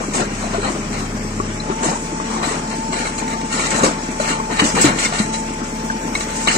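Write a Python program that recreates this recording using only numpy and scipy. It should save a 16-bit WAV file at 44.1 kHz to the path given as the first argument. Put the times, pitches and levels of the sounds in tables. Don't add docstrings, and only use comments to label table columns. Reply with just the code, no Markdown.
import sys
import numpy as np
from scipy import signal
from scipy.io import wavfile
from scipy.ndimage import uniform_filter1d

SR = 44100
rng = np.random.default_rng(int(sys.argv[2]) if len(sys.argv) > 2 else 0)


def store_wav(level_fs):
    pcm = np.round(np.clip(np.atleast_2d(level_fs), -1, 1) * 32767)
    wavfile.write(sys.argv[1], SR, pcm.T.astype(np.int16))


def invert_db(level):
    return 10 ** (np.asarray(level, dtype=float) / 20)


N = 289737
SIDES = np.array([[1], [-1]])
ENGINE_LAG = 9

# (f/Hz, width/Hz, level/dB)
PLATES = [(1440, 173, -1), (1846, 80, 0.5), (1996, 97, -2), (2158, 60, -1), (2360, 170, 0.5),
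          (2790, 160, 0), (3078, 70, -7), (3730, 220, -9), (4026, 70, -4), (4325, 87, -7), (6950, 50, -6.5),
          (6350, 55, -23), (7930, 81, -2.5)]
# (f/Hz, likeness/0-1)
DIRECT = [(100, 1), (300, 1), (700, 0.45), (1200, 0.44), (2500, 0.3), (8000, 0.09)]


def rms_one(x):
    return x / np.sqrt(np.mean(x ** 2) + 1e-20)


def in_time(rows):
    s, *columns = np.transpose(rows)
    return [np.interp(np.arange(N) / SR, s, c) for c in columns]


def at_hz(points, hz):
    table_hz, value = np.array(points)[:, 0], np.array(points)[:, 1]
    return np.interp(np.log(hz), np.log(table_hz), value)


def drift(rate):
    r = np.exp(-80 * np.pi * rate / SR)
    noise = rng.standard_normal(N // 40 + 2002)
    slow = signal.lfilter([1], [1, -2 * r, r * r], noise)[2000:]
    return np.interp(np.arange(N) / 40, np.arange(len(slow)), np.clip(rms_one(slow), -3, 2))


def ring(clicks, hz, t60):
    r = invert_db(-60 / (max(t60, .005) * SR))
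    w = 2 * np.pi * hz / SR
    return signal.lfilter([0, np.sin(w)], [1, -2 * r * np.cos(w), r * r], clicks + 1e-18)


def grains(per_s, spread_db):
    chance = rng.random((4, N)) * SR / per_s
    out, hit = np.zeros((4, N)), chance < 1
    size = chance[hit]
    sign = np.where(np.arange(hit.sum()) % 3 % 2, 1, -1) * rng.choice([-1, 1], hit.sum())
    out[hit] = sign * invert_db(spread_db * np.minimum(-np.log(size + 1e-9), 3))
    return rms_one(out).reshape(2, 2, N) + 1e-18


def ports(mid, side, alike, hz):
    # (f/Hz, level/dB)
    left_louder = [(40, 0), (200, 1.5), (700, 3), (2500, 3), (6000, 5.5), (9000, -4), (13000, -9)]
    alike = np.clip(alike, 0, 1)
    tilt = invert_db(at_hz(left_louder, hz) / 2 * SIDES)
    return tilt * (np.sqrt(1 + alike) * mid + np.sqrt(1 - alike) * side * SIDES)


def colour(streams, spectrum, likeness, patchy_db, patch_rate):
    out, together = 0, drift(patch_rate / 4)
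    lowest, highest = spectrum[0][0], spectrum[-1][0]
    edges = lowest * 2 ** np.arange(0, np.log2(highest / lowest) + .01, .4)
    for k, (low, high) in enumerate(zip(edges, edges[1:])):
        band = signal.butter(2, [low, high], "band", fs=SR, output="sos")
        mid, side = signal.sosfilt(band, streams[k % 2])
        hz = np.sqrt(low * high)
        gain = invert_db(at_hz(spectrum, hz) + patchy_db * (0.49 * together + drift(patch_rate)))
        out = out + gain * ports(mid, side, at_hz(likeness, hz), hz)
    return rms_one(out)


def lagged(x, count):
    return np.array([np.r_[np.zeros(count), x[0, :N - count]], x[1]])


def governor():
    # (t/s, firings per second/Hz)
    set_point = [(0.0, 34.1), (0.45, 33.9), (0.7, 34.44), (0.9, 34.46), (1.5, 35.55), (1.8, 36.94),
                 (3.2, 36.87), (4.2, 36.61), (6.57, 36.66)]
    surges = [1.36, 1.861, 2.35, 2.87, 3.34, 3.86, 4.34, 4.85, 5.39, 5.98, 6.47, 6.97]
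    t = np.arange(N) / SR
    hunt = 2 * np.pi * np.interp(t, surges, np.arange(len(surges)))
    pump = np.clip((t - 1.5) / .14, 0, 1)
    firing_hz = in_time(set_point)[0] + 0.34 * pump * np.cos(hunt)
    idle_db, working_db = -43.5, -31
    whine_db = idle_db + pump * (working_db - idle_db + 2 * np.cos(hunt + 0.28))
    hum_db = -31 + 2.5 * pump * (np.cos(hunt + 0.25) - .3)
    return firing_hz, whine_db, hum_db


def engine():
    # (multiple of half the firing rate, level/dB)
    pattern = [(1, -33), (2, -8), (3, -46), (4, -10.5), (5, -43), (6, -18), (7, -49), (8, -9.5), (9, -7.5),
               (10, -26), (11, -11.5), (12, 0), (13, -7), (14, -10), (15, -22), (16, -20), (17, -26),
               (18, -21), (19, -10.5), (20, -16), (21, -42), (22, -21), (23, -46), (24, -9), (25, -20),
               (26, -22), (30, -19), (35, -13)]
    # (t/s, share/0-1)
    labour = [(0.0, 0.2), (0.25, 0.5), (0.55, 0.85), (0.64, 0.97), (0.73, 0.0), (.84, 0.6), (1.0, 0.89),
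              (1.5, 0.92), (1.75, 0.14), (2.0, 0.01), (6.57, 0.0)]
    # (multiple of half the firing rate, free level/dB, labouring level/dB)
    labour_tones = [(2, -37, -30.5), (6, -49.5, -31)]
    # (f/Hz, level per Hz/dB)
    roar_spectrum = [(40, -26), (90, -25.5), (150, -15.5), (230, -9.5), (330, -15.5), (500, -19.5),
                     (800, -22), (1300, -21.5), (2500, -24), (4000, -43), (5500, -31.5), (8000, -29),
                     (9500, -71), (15000, -44)]
    # (f/Hz, likeness/0-1)
    diffuse = [(60, 0.93), (130, 1), (290, 0.99), (640, 0.45), (1200, 0.56), (2500, 0.021), (8000, 0.023)]
    firing_hz, whine_db, hum_db = governor()
    firing_phase = 2 * np.pi * np.cumsum(firing_hz) / SR
    lug, = in_time(labour)
    loaded = {round(k): free_db + lug * (lug_db - free_db) for k, free_db, lug_db in labour_tones}
    loaded[12] = hum_db + 2.5 * np.cos(firing_phase / 4 + 1.3)
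    out = 0
    for multiple, level_db in pattern:
        waver = min(multiple / 9.9, 1) * (.45 if multiple % 12 == 0 else 1)
        level_db = loaded.get(multiple, -34 + level_db) + 2.43 * waver * drift(6.3)
        phase = multiple / 2 * firing_phase + rng.uniform(0, 2 * np.pi) + 0.44 * waver * drift(2.25)
        out = out + np.sqrt(2) * invert_db(level_db) * np.sin(phase) * ports(1, 0, 0, multiple * 18)
    whine = np.sin(24 * firing_phase + 0.28 * drift(6.0) + [[-.9], [0]]) * invert_db(whine_db + 1.6 * drift(4.0))
    whine = np.sqrt(2) * whine * invert_db([[2.0], [-1.5]])
    firing = invert_db(0.51 * np.cos(2 * firing_phase) + 0.94 * np.cos(firing_phase / 2))
    noise = rng.standard_normal((2, 2, N))
    roar = colour(noise, roar_spectrum, diffuse, patchy_db=2.0, patch_rate=10.0)
    return lagged(out + whine + invert_db(-29.5) * firing * roar, ENGINE_LAG)


def exhaust():
    cylinder_db = [2.5, -11, -9, -9.5]
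    # (f/Hz, level/dB, t60/s)
    pipe = [(227, -2, 0.029), (275, -2, 0.042), (422, -12, 0.027)]
    start = 2.9
    firing = np.floor(np.cumsum(governor()[0]) / SR - start).astype(int)
    at = np.flatnonzero(np.diff(firing))
    beat_db = np.array(cylinder_db)[firing[at + 1] % len(cylinder_db)]
    clicks = np.zeros(N)
    clicks[at] = invert_db(-21 + beat_db + 3 * drift(32.0)[at])
    high_pass = signal.butter(2, 176, "high", fs=SR, output="sos")
    clicks = signal.sosfilt(high_pass, clicks + 1e-18)
    out = sum(invert_db(db) * ring(clicks, hz, t60) * ports(1.0, 0, 0, hz) for hz, db, t60 in pipe)
    return lagged(out, ENGINE_LAG)


def valves(gravel_db):
    # (t/s, level/dB)
    valve_hiss = [(0, -59), (.8, -63), (1.1, -52), (1.4, -61), (1.7, -68), (3, -67), (5.3, -62), (5.6, -63),
                  (5.9, -50), (6.57, -49)]
    band = signal.butter(2, [10800, 15600], "band", fs=SR, output="sos")
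    mid, side = rms_one(signal.sosfilt(band, rng.standard_normal((2, N))))
    oil = invert_db(in_time(valve_hiss)[0] + 1.7 * drift(4.4))
    sand = invert_db(gravel_db - 36)
    hiss = np.hypot(oil, sand) * (mid + 0.95 * side * SIDES)
    shroud_hz, shroud_t60 = 5690, 0.0086
    fan = ring(rng.standard_normal((2, N)), shroud_hz, shroud_t60)
    fan = rms_one(ring(fan, shroud_hz, shroud_t60))
    return hiss + invert_db(-45 + 1.2 * drift(2.5)) * fan


def strokes(start, length, level_db, lead_db, rise_db, fall_db, tail_db, settle_db, rest_db):
    t = np.arange(0, N + 32, 32)[:, None] / SR
    early, late = np.maximum(start - t, 0), np.maximum(t - start - length, 0)
    before = (lead_db - rise_db * early) * (early > 0)
    after = invert_db(-2 * fall_db * late) + invert_db(2 * (tail_db - settle_db * late))
    power = invert_db(2 * (level_db + before)) * after
    total_db = 10 * np.log10(power.sum(axis=1) + invert_db(2 * rest_db))
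    return np.interp(np.arange(N) / SR, t[:, 0], total_db)


def sliding(soil_db, gravel_db):
    # (f/Hz, level per Hz/dB)
    soil_spectrum = [(80, -26), (160, -1.5), (400, -1.5), (750, -4), (1200, -2.5), (2000, -16), (3500, -20),
                     (6000, -82)]
    gravel_spectrum = [(1200, -36), (2500, 0.5), (4800, -11.5), (6000, 5), (8000, 4), (8700, 0),
                       (9600, -33), (15000, -32)]
    coarse = grains(2000 * invert_db(2.5 * drift(30.0)), spread_db=2.5)
    soil = colour(coarse, soil_spectrum, DIRECT, patchy_db=3.0, patch_rate=24.5)
    fine = grains(12000 * invert_db(2.1 * drift(45.0)), spread_db=1.5)
    gravel = colour(fine, gravel_spectrum, DIRECT, patchy_db=2.0, patch_rate=14.0)
    return invert_db(soil_db) * soil + invert_db(gravel_db + 0.5) * gravel


def grating(level_db):
    slips, out = grains(3500 * invert_db(3.5 * drift(40.0)), spread_db=1.5), 0
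    for k, (hz, width_hz, mode_db) in enumerate(PLATES):
        mid, side = ring(slips[k % 2], hz, np.log(1000) / np.pi / width_hz)
        gain = invert_db(mode_db + 2.3 * drift(12.0)) * np.sqrt(width_hz)
        out = out + gain * ports(mid, side, at_hz(DIRECT, hz), hz)
    return invert_db(level_db - 3) * rms_one(out)


def struck(times, level_db, modes, chatter_s, port_db=2.2):
    out, count = np.zeros((2, N)), len(times)
    for hz, mode_db, t60 in modes:
        delays = rng.random((count, 3)) * [0, 1, 1] * chatter_s
        sizes = rng.normal(0, 1.84, (count, 3)) - [0, 4.0, 8.0]
        at = np.minimum(((times[:, None] + delays) * SR).astype(int), N - 1)
        uneven = rng.normal(0, port_db, (2, count, 1))
        clicks = np.zeros((2, N))
        clicks[:, at] = invert_db(level_db[:, :, None] + mode_db + sizes + uneven)
        out += ring(clicks, hz, t60)
    return out


def pings():
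    # (t/s, peak level/dB, f/Hz, t60/s)
    short_notes = [(0.162, -17.5, 395, 0.059), (0.44, -26, 680, 0.063), (0.469, -25, 666, .07),
                   (0.545, -17.5, 684, 0.072), (0.58, -17.5, 404, 0.085), (0.645, -18, 800, 0.065),
                   (0.699, -22.5, 346, 0.089), (1.4, -10, 1155, 0.045), (2.2, -20, 1190, .04),
                   (1.88, -23, 1830, .03), (3.835, -9, 430, 0.046), (3.836, -15, 1490, 0.029),
                   (5.9, -14, 1540, .05), (4.2, -11.5, 1400, .04), (4.598, -6.5, 3000, 0.036),
                   (4.602, -14, 1930, 0.044), (4.2, -15, 603, 0.031), (5.2, -16.5, 2020, 0.07),
                   (5.05, -15.5, 2150, 0.076), (6.4733, -10.5, 3780, 0.021), (7.4, -14, 1350, .04),
                   (6.484, -5, 2930, 0.054), (6.484, -19, 2700, 0.03), (6.486, -22, 4310, 0.057),
                   (4.812, -11.5, 7700, 0.12), (4.83, -14, 7000, .08), (4.648, -23, 2900, .06),
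                   (3.516, -21, 2000, 0.03), (1.6, -23, 4060, .04), (5.0, -21, 2000, 0.05),
                   (4.7, -19, 1900, .04), (4.855, -13.5, 135, 0.19), (4.62, -12, 182, 0.12),
                   (4.4, -17, 1100, .06), (4.863, -12, 2400, .05), (4.599, -17.5, 4500, 0.027),
                   (4.852, -13, 6900, .03), (6.476, -24, 6500, .03), (5.055, -19.5, 3600, 0.076),
                   (0.19, -16.5, 404, .05), (0.205, -22, 300, .06), (1.4, -14, 410, 0.035),
             (1.861, -13, 310, .06), (1.885, -16, 730, .04), (1.886, -17, 350, 0.045),
             (1.7, -12.5, 390, .06), (1.92, -21, 240, 0.068), (1.5, -19, 310, .05), (2.124, -20, 280, .06),
             (2.47, -18.5, 300, 0.066), (2.51, -20, 436, 0.068), (3.864, -9, 514, 0.059),
             (3.875, -16, 290, .06), (4.645, -14, 225, .08), (4.738, -16, 200, 0.07),
             (5.2, -14, 210, 0.091), (4.80, -17, 188, 0.077), (4.875, -9, 257, 0.054),
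             (4.888, -16, 640, .04), (4.805, -28, 10400, .1), (4.81, -32, 13900, .1),
             (4.84, -36, 13000, .06), (6.153, -16, 2210, .04), (6.8, -22, 8000, .02),
             (3.835, -9, 6500, .025), (3.60, -16.5, 2250, 0.047), (3.2, -20.5, 2400, .04),
             (6.49, -34, 15000, .15), (4.767, -16, 890, 0.058), (4.844, -4, 300, .05),
             (4.596, -12, 2050, .03), (6.474, -12, 2250, .03), (6.474, -14, 900, .03),
             (5.25, -17, 150, .15), (1.955, -19, 960, .05)]
    out = np.zeros((2, N))
    for s, db, hz, t60 in short_notes:
        level_db = db + 1.2 * SIDES
        out += struck(np.array([s]), level_db, [(hz, 0, t60)], chatter_s=0.004, port_db=1.5)
    return out


def thuds():
    # (t/s, peak level/dB, main f/Hz, t60/s)
    rocks = [
        (1.686, -16, 260, 0.07),
        (1.838, -14, 340, 0.08),
        (3.8345, -3.5, 520, 0.063),
        (4.621, -4, 240, 0.08),
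        (4.752, -8.5, 167.9, 0.4),
        (4.842, -1.5, 284.6, 0.09),
        (4.899, -18, 273, 0.2),
        (5.059, -12.5, 211, 0.094),
        (6.483, -11, 198.5, 0.15),
        (6.553, -13, 199, 0.15),
    ]
    # (f/Hz, level/dB, t60/s)
    belly = [(113, -42, 0.17), (155, -11, 0.39), (299, 3, 0.17), (469, -3, 0.16), (560, -21, 0.065),
             (830, -20, .08)]
    s, peak_db = np.transpose(rocks)[:2]
    level_db = peak_db + 1.1 * SIDES
    out = struck(s, level_db - 17.5, belly, chatter_s=0.021)
    for k, (_, _, hz, t60) in enumerate(rocks):
        out += struck(s[k:k + 1], level_db[:, k:k + 1] - 10.5, [(hz, 0, t60)], chatter_s=0.0118)
    return out


def knocks():
    # (t/s, peak level/dB, dull part relative level/dB, left minus right/dB)
    blows = [(0.437, -24, 5, 0), (0.546, -30, 8, 3), (0.637, -24, -7, -2), (0.942, -24, 7, -2),
             (1.688, -33, 6, 14), (1.8352, -17, -14, -4), (1.8796, -18, -6, -2), (2.4316, -17, 2, 9),
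             (2.9312, -11, -6, 1), (3.0708, -11, -9, -1), (3.1837, -22, -4, 13), (3.2794, -11.5, -14, 2),
             (3.3335, -11.5, -5, 2), (3.4139, -15, -7, 0), (3.5174, -14, -20, 3), (3.5955, -6, -15, -1),
             (3.8345, -6, -10, 4), (3.8591, -8.5, 1, -5), (4.3355, -21, -6, 2), (4.571, -7, -18, 4),
             (4.5963, -2.5, -10, 6.5), (4.8539, -6, -14, -8), (4.8625, -5, -13, 3), (5.03, -17, -13, 3),
             (5.1243, -10.5, -1, 2), (5.19, -9, -11, 2), (5.3418, -9.5, -19, 7), (6.152, -4, -29, 5.5),
             (6.2088, -8, -17, 6), (6.4738, 1, -17, 16), (6.4844, -6, -14, -5)]
    # (f/Hz, level/dB, t60/s)
    snap_modes = [(1177, 0, 0.015), (2250, 1, 0.013), (3830, -2, 0.012)]
    dull_modes = [(717, 3.5, 0.055), (1171, 2, 0.094), (1480, -1, 0.075)]
    s, peak_db, dull_db, pan_db = np.transpose(blows)
    level_db = peak_db + pan_db / 2 * SIDES
    steel_modes = [(hz, mode_db, 4.4 / width_hz) for hz, width_hz, mode_db in PLATES]
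    crack_modes = [(hz, .1, .03) for hz in (5740, 6550, 7640, 7800, 8400)]
    steel = struck(s, level_db - 23.0, steel_modes, chatter_s=.008)
    crack = struck(s, level_db - 27, crack_modes, chatter_s=0.0089)
    snap = struck(s, level_db - 14.5, snap_modes, chatter_s=0.0028)
    dull = struck(s, level_db + dull_db - 14.5, dull_modes, chatter_s=0.031)
    return steel + crack + snap + dull


def scene():
    # (t/s, length/s, gravel level/dB, steel relative level/dB)
    scrapes = [(0.135, 0.08, -25, 2), (0.303, 0.22, -41, 10), (.53, 0.029, -37, 9),
               (0.617, 0.078, -37, 12.5), (0.927, 0.062, -38, 10), (1.832, 0.067, -24.5, 0),
               (2.25, 0.13, -38.5, 8), (2.427, 0.094, -29.5, 6.5), (2.712, 0.029, -40, 12),
               (2.924, 0.15, -31, 8.5), (3.181, 0.014, -27.5, 2), (3.277, 0.051, -37, 9.5),
               (3.525, 0.14, -25.5, 6), (3.705, 0.093, -22, 0.5), (3.833, 0.028, -19, 4.5),
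               (4.198, 0.13, -27.5, 7), (4.51, 0.055, -31, 5), (4.592, 0.011, -26, 17),
               (4.64, 0.05, -19.5, -8), (4.751, 0.047, -24.5, 9), (4.812, 0.017, -13.5, -18),
               (4.841, 0.02, -16, 4.5), (4.986, 0.071, -20.5, 4), (5.135, 0.065, -28, 9),
               (5.326, 0.028, -30.5, 2), (6.144, 0.018, -27, -7), (6.198, 0.029, -27.5, -1),
               (6.285, 0.18, -30, 0.5), (6.481, 0.021, -23, 9), (6.512, 0.09, -21.5, 3.5)]
    # (t/s, length/s, level/dB)
    slumps = [(0, 0.014, -25), (0.148, 0.07, -22), (0.424, 0.071, -28.5), (0.534, 0.023, -27.5),
              (0.63, 0.061, -23.5), (0.95, 0.096, -33), (1.695, 0.013, -24.5), (1.832, 0.09, -22),
              (2.302, 0.25, -27.5), (2.713, 0.019, -35), (2.935, 0.12, -28), (3.194, .03, -33),
              (3.564, 0.098, -27), (3.716, 0.094, -20), (3.836, 0.02, -15), (4.223, 0.16, -30),
              (4.5, 0.028, -23), (4.609, 0.044, -18), (4.772, 0.012, -17.5), (4.849, 0.021, -14),
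              (4.973, 0.11, -35), (5.216, 0.12, -41), (6.166, .02, -32), (6.48, 0.07, -28.5),
              (6.553, .05, -19)]
    s, length, level_db, steel_db = np.transpose(scrapes)
    shape = dict(lead_db=-9, rise_db=417, fall_db=278, tail_db=-13, settle_db=60)
    steel_db = strokes(s, length, level_db + steel_db, **shape, rest_db=-39)
    gravel_db = strokes(s, length, level_db, **shape, rest_db=-35.5)
    soil_db = strokes(*np.transpose(slumps), lead_db=-7, rise_db=364, fall_db=228,
                      tail_db=-13, settle_db=51, rest_db=-39)
    high_pass = signal.butter(2, 80, "high", fs=SR, output="sos")
    rocks = signal.sosfilt(high_pass, thuds() + pings())
    bucket = grating(steel_db) + sliding(soil_db, gravel_db) + knocks() + rocks
    heavy = signal.lfilter(*signal.butter(1, 1000, fs=SR), bucket)
    digging = lagged(bucket - heavy, 21) + lagged(heavy, 9)
    return engine() + exhaust() + valves(gravel_db) + digging


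def emptied(x):
    # (f/Hz, share of the time/0-1)
    silent_share = [(750, 0), (1100, .07), (2000, .09), (3400, .17), (6500, .14), (8300, .15), (8900, .34),
                    (9700, .65), (14800, .68), (15300, .87), (15500, .999)]
    # (f/Hz, height/Hz)
    gap_height = [(1000, 90), (3000, 150), (8500, 170), (10000, 330)]
    size, first = 1024, 138
    n, k = np.arange(2 * size), np.arange(size) + .5
    window = signal.windows.kaiser_bessel_derived(2 * size, 4 * np.pi)[:, None]
    basis = window * np.cos(np.pi / size * np.outer(n + .5 + size / 2, k))
    lead, count = 2 * size - first, N // size + 4
    blocks = np.pad(x, ((0, 0), (lead, count * size - N - lead))).reshape(2, count, size)
    z = np.concatenate([blocks[:, :-1], blocks[:, 1:]], axis=2) @ basis
    hz = k * SR / 2 / size
    band = np.cumsum(SR / 2 / size / at_hz(gap_height, hz)).astype(int)
    short, long = rng.standard_normal((2, count - 1, band[-1] + 1))
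    field = rms_one(uniform_filter1d(short, 3, axis=0)) + rms_one(uniform_filter1d(long, 7, axis=0)) / 2
    power = uniform_filter1d(np.sum(z ** 2, axis=0), 7)
    level = np.log(uniform_filter1d(power, 3, axis=0) + 1e-16)
    middle = np.minimum(np.searchsorted(band, band) + 3, size - 1)
    valley = np.clip(level - uniform_filter1d(level, 40), -2, 2)[:, middle]
    field = field[:, band] + 1.5 * valley
    rank = np.sort(field.ravel())[(at_hz(silent_share, hz) * field.size).astype(int)]
    frames = (z * (field >= rank)) @ basis.T * 2 / size
    joined = frames[:, 1:, :size] + frames[:, :-1, size:]
    return joined.reshape(2, -1)[:, lead - size:lead - size + N]


def band_limit(x):
    return signal.sosfilt(signal.butter(12, 15460, fs=SR, output="sos"), x)


def record(dry):
    rounded = .95 * np.tanh(dry / .95)
    return band_limit(emptied(rounded))


dry = scene()
out = record(dry)
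store_wav(out)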